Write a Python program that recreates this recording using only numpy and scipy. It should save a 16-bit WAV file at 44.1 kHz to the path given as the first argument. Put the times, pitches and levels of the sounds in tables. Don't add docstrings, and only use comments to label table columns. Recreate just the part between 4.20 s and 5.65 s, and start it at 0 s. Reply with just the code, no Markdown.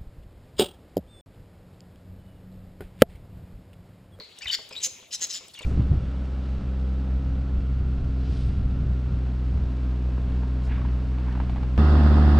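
import sys
import numpy as np
from scipy import signal
from scipy.fft import rfft, irfft
from scipy.io import wavfile

SR = 44100
rng = np.random.default_rng(int(sys.argv[2]) if len(sys.argv) > 2 else 0)


def wrap_up_sound(samples):
    columns = np.atleast_2d(samples).T
    tamed = np.clip(columns, -1, 1)
    steps = np.round(tamed * 32767).astype(np.int16)
    wavfile.write(sys.argv[1], SR, steps)


N = 63945
RUN_IN = 4096

# start in seconds, level in dB before the gains of modes and thud.
KNOCKS = [(0.004, -39), (0.388, -37), (0.51, -37), (0.567, -44), (0.669, -43.5), (0.79, -52),
          (0.827, -44.5), (1.012, -45), (1.044, -44), (1.209, -47), (1.408, -34.5)]


def from_db(db):
    return 10 ** (np.asarray(db) / 20)


def rms_one(x):
    return x / np.sqrt(np.mean(x ** 2) + 1e-20)


def at_hz(points, hz):
    curve_hz, value = np.array(points)[:, 0], np.array(points)[:, 1]
    return np.interp(np.log(hz), np.log(curve_hz), value)


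def drift(rate_hz, size):
    r = np.exp(-2 * np.pi * rate_hz / SR)
    settle = 4000
    slow = signal.lfilter([1], [1, -2 * r, r * r], rng.standard_normal(size + settle))
    return rms_one(slow[settle:])


def add(out, s, sound):
    i = RUN_IN + int(s * SR)
    out[i:i + len(sound)] += sound[:len(out) - i]


def stereo(mid, side, alike):
    return np.sqrt(1 + alike) * mid + np.sqrt(1 - alike) * side * [[1], [-1]]


def resonance(x, hz, width_hz):
    turn = np.exp(2j * np.pi * np.cumsum(hz + 0 * x) / SR)
    r = np.exp(-np.pi * width_hz / SR)
    return np.real(turn * signal.lfilter([1], [1, -2 * r, r * r], x / turn))


def struck(events, modes, spread_s, count):
    out = np.zeros(N + RUN_IN)
    for hz, mode_db, t60_s in modes:
        clicks = np.zeros(N + RUN_IN)
        r, w = from_db(-60 / (t60_s * SR)), 2 * np.pi * hz / SR
        for s, db in events:
            late_s = np.r_[0, np.sort(rng.uniform(0, spread_s, count - 1))]
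            at = RUN_IN + ((s + late_s) * SR).astype(int)
            clicks[at] = from_db(db + mode_db - 12 + rng.normal(0, 2.5, count))
        out += signal.lfilter([0, np.sin(w)], [1, -2 * r * np.cos(w), r * r], clicks + 1e-18)
    return out


def air():
    # time in seconds, level in dB.
    air_level = [(0.0, -71), (0.12, -65), (0.184, -87), (0.262, -50.5), (0.338, -62.5), (0.354, -66.5),
                 (0.552, -69), (0.634, -60), (0.69, -80), (0.726, -61), (0.766, -73), (0.944, -69),
                 (1.012, -60.5), (1.106, -81), (1.23, -70), (1.244, -63), (1.417, -76), (1.45, -50)]
    band = signal.butter(3, [48, 115], "band", fs=SR, output="sos")
    mid, side = signal.sosfilt(band, rng.standard_normal((2, N)))
    noise = rms_one(mid + from_db(-14) * side * [[1], [-1]])
    s, db = np.transpose(air_level)
    return from_db(np.interp(np.arange(N) / SR, s, db)) * noise


def hum():
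    # frequency in Hz, relative band level in dB.
    spectrum = [(59, -35), (100, -6.5), (487, -3), (1290, -8), (1460, -28), (1880, -5.5), (3180, -4),
                (3610, 0), (5280, -17.5), (6390, -12.5), (15500, -23.5)]
    # time in seconds, change in dB.
    sway = [(0, -3), (0.146, 0), (.45, 3), (.8, 3.5), (.84, -1), (0.898, -3.5), (1, 3), (1.3, 1.5),
            (1.45, -1.5)]
    # frequency in Hz, left-right likeness.
    likeness = [(60, 1), (240, 0.95), (950, 0.19), (3770, 0.89), (15000, 1)]
    level_db = -55
    flicker_db, flicker_hz = 3.2, 15
    out, edges_hz = 0, 90 * 2 ** np.arange(0, 7.6, .5)
    white = rng.standard_normal((2, 2, N))
    for k, (low, high) in enumerate(zip(edges_hz, edges_hz[1:])):
        band = signal.butter(2, [low, high], "band", fs=SR, output="sos")
        mid, side = signal.sosfilt(band, white[k % 2])
        hz = np.sqrt(low * high)
        alike = np.clip(at_hz(likeness, hz), -1, 1)
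        gain = from_db(at_hz(spectrum, hz) + flicker_db * drift(flicker_hz, N))
        out = out + gain * stereo(mid, side, alike)
    sway_db = np.interp(np.arange(N) / SR, *np.transpose(sway))
    return from_db(level_db + sway_db) * rms_one(out)


def echo(x, t60_s, db, gap_s, alike):
    dull_hz = 8400
    t = np.arange(SR) / SR
    mid, side = rng.standard_normal((2, SR)) * from_db(-60 * t / t60_s) * (t > gap_s)
    tail = stereo(mid, side, alike)
    tail = tail / np.sqrt(np.sum(tail ** 2) / 2)
    tail = signal.lfilter(*signal.butter(1, dull_hz, fs=SR), tail)
    return from_db(db) * signal.fftconvolve(tail, x[None])[:, :len(x)]


def surroundings(near):
    cage = echo(near, t60_s=.035, db=-9, gap_s=.001, alike=0)
    shed = echo(near, t60_s=.5, db=-10, gap_s=.0072, alike=.55)
    return cage + shed


def two_ports(heard):
    # frequency in Hz, left over right in dB.
    lean = [(60, -1), (300, 0), (700, -1.5), (1300, -0.5), (2400, 3), (4400, 4), (8000, -0.5), (15000, 0)]
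    # frequency in Hz, phase in radians by which the left port leads.
    lead = [(1, 0), (700, 0), (1460, .8), (2200, .4), (3500, .8), (6600, .5), (7800, 0), (8500, -2.9),
            (9500, -3.4), (10200, -5.6), (11800, -6.4), (12600, -9.3), (13700, -9.5), (14400, -12.3),
            (16200, -12.8)]
    size = N + RUN_IN
    hz = np.maximum(np.fft.rfftfreq(size, 1 / SR), 1)
    half = from_db(at_hz(lean, hz) / 2) * np.exp(.5j * at_hz(lead, hz))
    return irfft(rfft(heard, size) * np.array([half, 1 / half]), size)[:, :N]


def seed_cracks():
    # start in seconds, level in dB before the mode gains.
    cracks = [(0.166, -53.5), (0.187, -38), (0.2455, -42), (0.2831, -39), (0.4908, -45.5), (0.9953, -43),
              (1.071, -38), (1.1366, -37), (1.283, -43), (1.3417, -43.5), (1.39, -39)]
    # mode frequency in Hz, gain in dB, time in seconds to fall by 60 dB.
    husk = [(5460, 10.5, 0.0035), (6440, -3.5, 0.047), (8350, 13, 0.0037), (11350, 11, 0.0011),
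            (13500, 2, 0.0011)]
    return struck(cracks, husk, spread_s=.0016, count=3)


def tray_knocks():
    # mode frequency in Hz, gain in dB, time in seconds to fall by 60 dB.
    tray = [(240, -7, .05), (440, -2, .13), (520, -2, .12), (640, -4, .08), (960, 1, .02), (1250, -1, .015)]
    return struck(KNOCKS, tray, spread_s=.00312, count=2)


def thuds():
    gain_db, decay_s, top_hz = -10, .01, 1300
    out, t = np.zeros(N + RUN_IN), np.arange(SR // 8) / SR
    band = signal.butter(2, [130, top_hz], "band", fs=SR, output="sos")
    for s, db in KNOCKS:
        noise = signal.sosfilt(band, rng.standard_normal(len(t)))
        add(out, s, from_db(db + gain_db) * rms_one(noise) * np.exp(-t / decay_s))
    return out


def warble():
    # start in seconds, length in seconds without the added edge, pitch from and to in Hz,
    # level in dB near mid-note, second-harmonic gain in dB, roughness 0-1 (raised to the least below).
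    notes = [(0.212, 0.018, 2870, 3000, -49, -11, 0.4), (0.208, 0.018, 1824, 1830, -50.5, -5, 0.2),
             (0.219, 0.012, 2286, 2316, -43.5, 2.5, 0.3), (.225, .007, 2740, 2920, -43.5, -24, 0.2),
             (0.231, 0.024, 2555, 2610, -42, -10.5, 0.25), (0.2555, 0.0086, 2378, 1850, -34, -14, 0),
             (.265, 0.006, 2090, 3380, -41, -16, 0.2), (0.2692, 0.013, 3724, 3555, -33.5, -20, 0),
             (0.2756, 0.016, 2994, 3060, -34, -33, 0.13), (0.284, 0.0031, 1570, 1870, -42, -3, 0),
             (.289, 0.0055, 3300, 4070, -33.5, -14.5, 0.1), (0.2939, 0.0052, 3840, 3470, -38, -20, 0.3),
             (0.298, 0.011, 3150, 2966, -27.5, -24, 0.1), (0.31, .007, 3550, 3780, -32.5, -25, 0.18),
             (0.499, 0.014, 3130, 2920, -65, -22, 0.1), (0.508, 0.012, 2520, 2530, -51.5, -3.5, 0.1),
             (0.525, 0.0097, 2540, 2446, -44, 0.5, 0.04), (.538, 0.0065, 2450, 2390, -48, -5, 0),
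             (.548, 0.0094, 2395, 2440, -46.5, -12, 0.15), (0.552, 0.011, 3020, 3800, -43.5, -22, 0.9),
             (.563, 0.016, 3720, 3910, -36, -20, 0), (0.574, 0.017, 3840, 3940, -35, -14.5, 0.13),
             (0.586, 0.014, 4270, 4530, -52, -20, 0.5), (.600, .036, 3873, 3670, -48.5, -8, 0.76),
             (1.335, 0.012, 4160, 4580, -54.5, 2, 0.7), (1.344, 0.0073, 3520, 3340, -48, -12, 0.5),
             (1.35, 0.0061, 2110, 3000, -49, -7, 0.66), (1.357, .015, 3300, 3280, -47, -9.5, 0.2),
             (1.373, 0.017, 2890, 2690, -47.5, -15, 0.1), (1.377, .0045, 2160, 2250, -49, -10, 0.2),
             (1.390, 0.0062, 2790, 2820, -40.5, -26, 0.2), (1.395, .0055, 2410, 2230, -43.5, -5, .2),
             (1.408, 0.012, 2530, 3070, -48.5, -24, 0.9), (1.417, .009, 3860, 3450, -52.5, 0, 0.8),
             (1.426, 0.0081, 3480, 3600, -46, -9, 0.4), (1.429, 0.012, 2737, 2200, -45.5, -12, 0.67),
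             (1.442, .018, 2360, 2510, -44.5, -18, .2)]
    waver_hz, waver_rate_hz = 61, 276
    rasp_hz, least_rough = 900, .33
    edge_s, fade_db_per_s = .0015, -350
    third_db, top_hz = -8.5, 9500
    out, waver = np.zeros(N + RUN_IN), drift(waver_rate_hz, N + SR)
    rasp = (drift(rasp_hz, N + SR) + 1j * drift(rasp_hz, N + SR)) / np.sqrt(2)
    for s, length, hz0, hz1, db, over_db, rough in notes:
        t = np.arange(int((length + edge_s) * SR)) / SR
        here = int(s * SR) + np.arange(len(t))
        rough = np.clip(rough, least_rough, 1)
        pitch_hz = hz0 + (hz1 - hz0) * t / t[-1] + waver_hz * waver[here]
        turn = np.exp(2j * np.pi * np.cumsum(pitch_hz) / SR)
        shape = np.sin(np.pi / 2 * np.clip(np.minimum(t, t[-1] - t) / edge_s, 0, 1)) ** 2
        tone = turn + from_db(over_db) * (turn ** 2 + from_db(third_db) * turn ** 3)
        tone = np.imag(tone * (np.sqrt(1 - rough ** 2) + rough * rasp[here]))
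        fade_db = fade_db_per_s * np.minimum(t - t[-1] / 2, .01)
        add(out, s, np.sqrt(2) * from_db(db + fade_db) * shape * tone)
    return signal.sosfilt(signal.butter(4, top_hz, fs=SR, output="sos"), out)


def squawks():
    # start in seconds, length in seconds, share before the crest, pointedness of the swell
    # (raised to at least 0.9), steady share of the rasp, pulses per second, beak resonance from and to in Hz,
    # level in dB of the beak part before the swell, then dB of each throat resonance relative to it.
    calls = [(-.06, 0.068, 0.57, 1.6, 0.57, 171.9, 4370, 4170, -29.5, -11, -36, -30, -40, -36, -37, -33, -30),
             (.304, 0.059, 0.69, 1.5, 1, 167.8, 4670, 4570, -26.5, -8.5, -4.5, -31, -5, -9, -25, -22.5, -18),
             (0.604, 0.026, 0.55, 1.3, .6, 285, 6400, 6200, -45.5, -38, 0.5, -23, -11, -6, -5, -14, -41),
             (.622, 0.057, 0.45, 1.18, 0.37, 225.6, 6420, 6330, -26.5, -29, -9.5, -8, -5.5, -0.5, -12.5, -9.5, -15.5),
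             (0.905, 0.055, 0.25, 0.42, 0.58, 194, 2900, 3140, -48.5, -29, -14, -7, 2, -12, -14, -26, -15),
             (.919, 0.047, 0.56, 0.85, 0.91, 200, 6900, 5700, -34.5, -17.5, -9, 0, 1, -2.5, -5, -5.5, -20),
             (1.002, 0.068, 0.43, 1.38, 0.62, 176.6, 6460, 6600, -29.5, -16.5, -8, -7.5, -6, -4.5, -14, -15.5, -19.5),
             (1.087, 0.085, 0.26, 0.8, 0.34, 186, 6700, 5230, -40, -18.5, -7.5, -0.5, 2, -4, -9.5, -12.5, -18),
             (1.129, 0.071, 0.32, 1.36, 1, 181, 5100, 3680, -44.5, -9.5, 5.5, -16, 5, 7, -4, -5, -11)]
    # throat resonance in Hz, width in Hz.
    throat = [(2100, 900), (3300, 1400), (4100, 900), (5100, 800), (7100, 600), (7700, 500), (9000, 1600),
              (11500, 6000)]
    jitter, pulse_spread_db = .09, 1
    open_s, rasp_share = .0009, .5
    beak_width_hz, floor_hz = 520, 1580
    throat_leak = .35
    grit_db, grit_hz = 2, 60
    out = np.zeros(N + RUN_IN)
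    for s, length, crest, swell, leak, rate, hz0, hz1, db, *throat_db in calls:
        t = np.arange(int(length * SR)) / SR
        chance = rng.standard_normal((2, 40))
        noise = rng.standard_normal((2, SR // 8))[:, :len(t)]
        at_s = (np.cumsum(np.clip(1 + jitter * chance[0], .3, 2)) - .5) / rate
        inside = at_s < t[-1]
        pulses = np.zeros(len(t))
        pulses[(at_s[inside] * SR).astype(int)] = from_db(pulse_spread_db * chance[1][inside])
        puff_poles = np.poly([np.exp(-1 / (open_s * SR))] * 2)
        puffs = rms_one(signal.lfilter([1], puff_poles, pulses))
        rasp = rms_one((puffs + leak) * noise[0])
        source = (1 - rasp_share) * rms_one(pulses) + rasp_share * rasp
        voice = rms_one(resonance(source, hz0 + (hz1 - hz0) * t / length, beak_width_hz))
        breath = (puffs + leak + throat_leak) * noise[1]
        for (hz, width_hz), gain_db in zip(throat, throat_db):
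            grit = from_db(grit_db * drift(grit_hz, SR // 8)[:len(t)])
            voice = voice + from_db(gain_db) * rms_one(grit * resonance(breath, hz, width_hz))
        progress = np.interp(t / length, [0, crest, 1], [0, .5, 1])
        envelope = np.sin(np.pi * progress) ** max(swell, .9)
        add(out, s, from_db(db) * voice * envelope)
    return signal.sosfilt(signal.butter(4, floor_hz, "high", fs=SR, output="sos"), out)


def scene():
    near = warble() + squawks() + seed_cracks() + tray_knocks() + thuds()
    heard = (near + surroundings(near))[:, RUN_IN:] + hum()
    return two_ports(heard) + air()


def record(dry):
    return signal.sosfilt(signal.cheby2(20, 60, 16100, fs=SR, output="sos"), dry)


dry = scene()
out = record(dry)
wrap_up_sound(out)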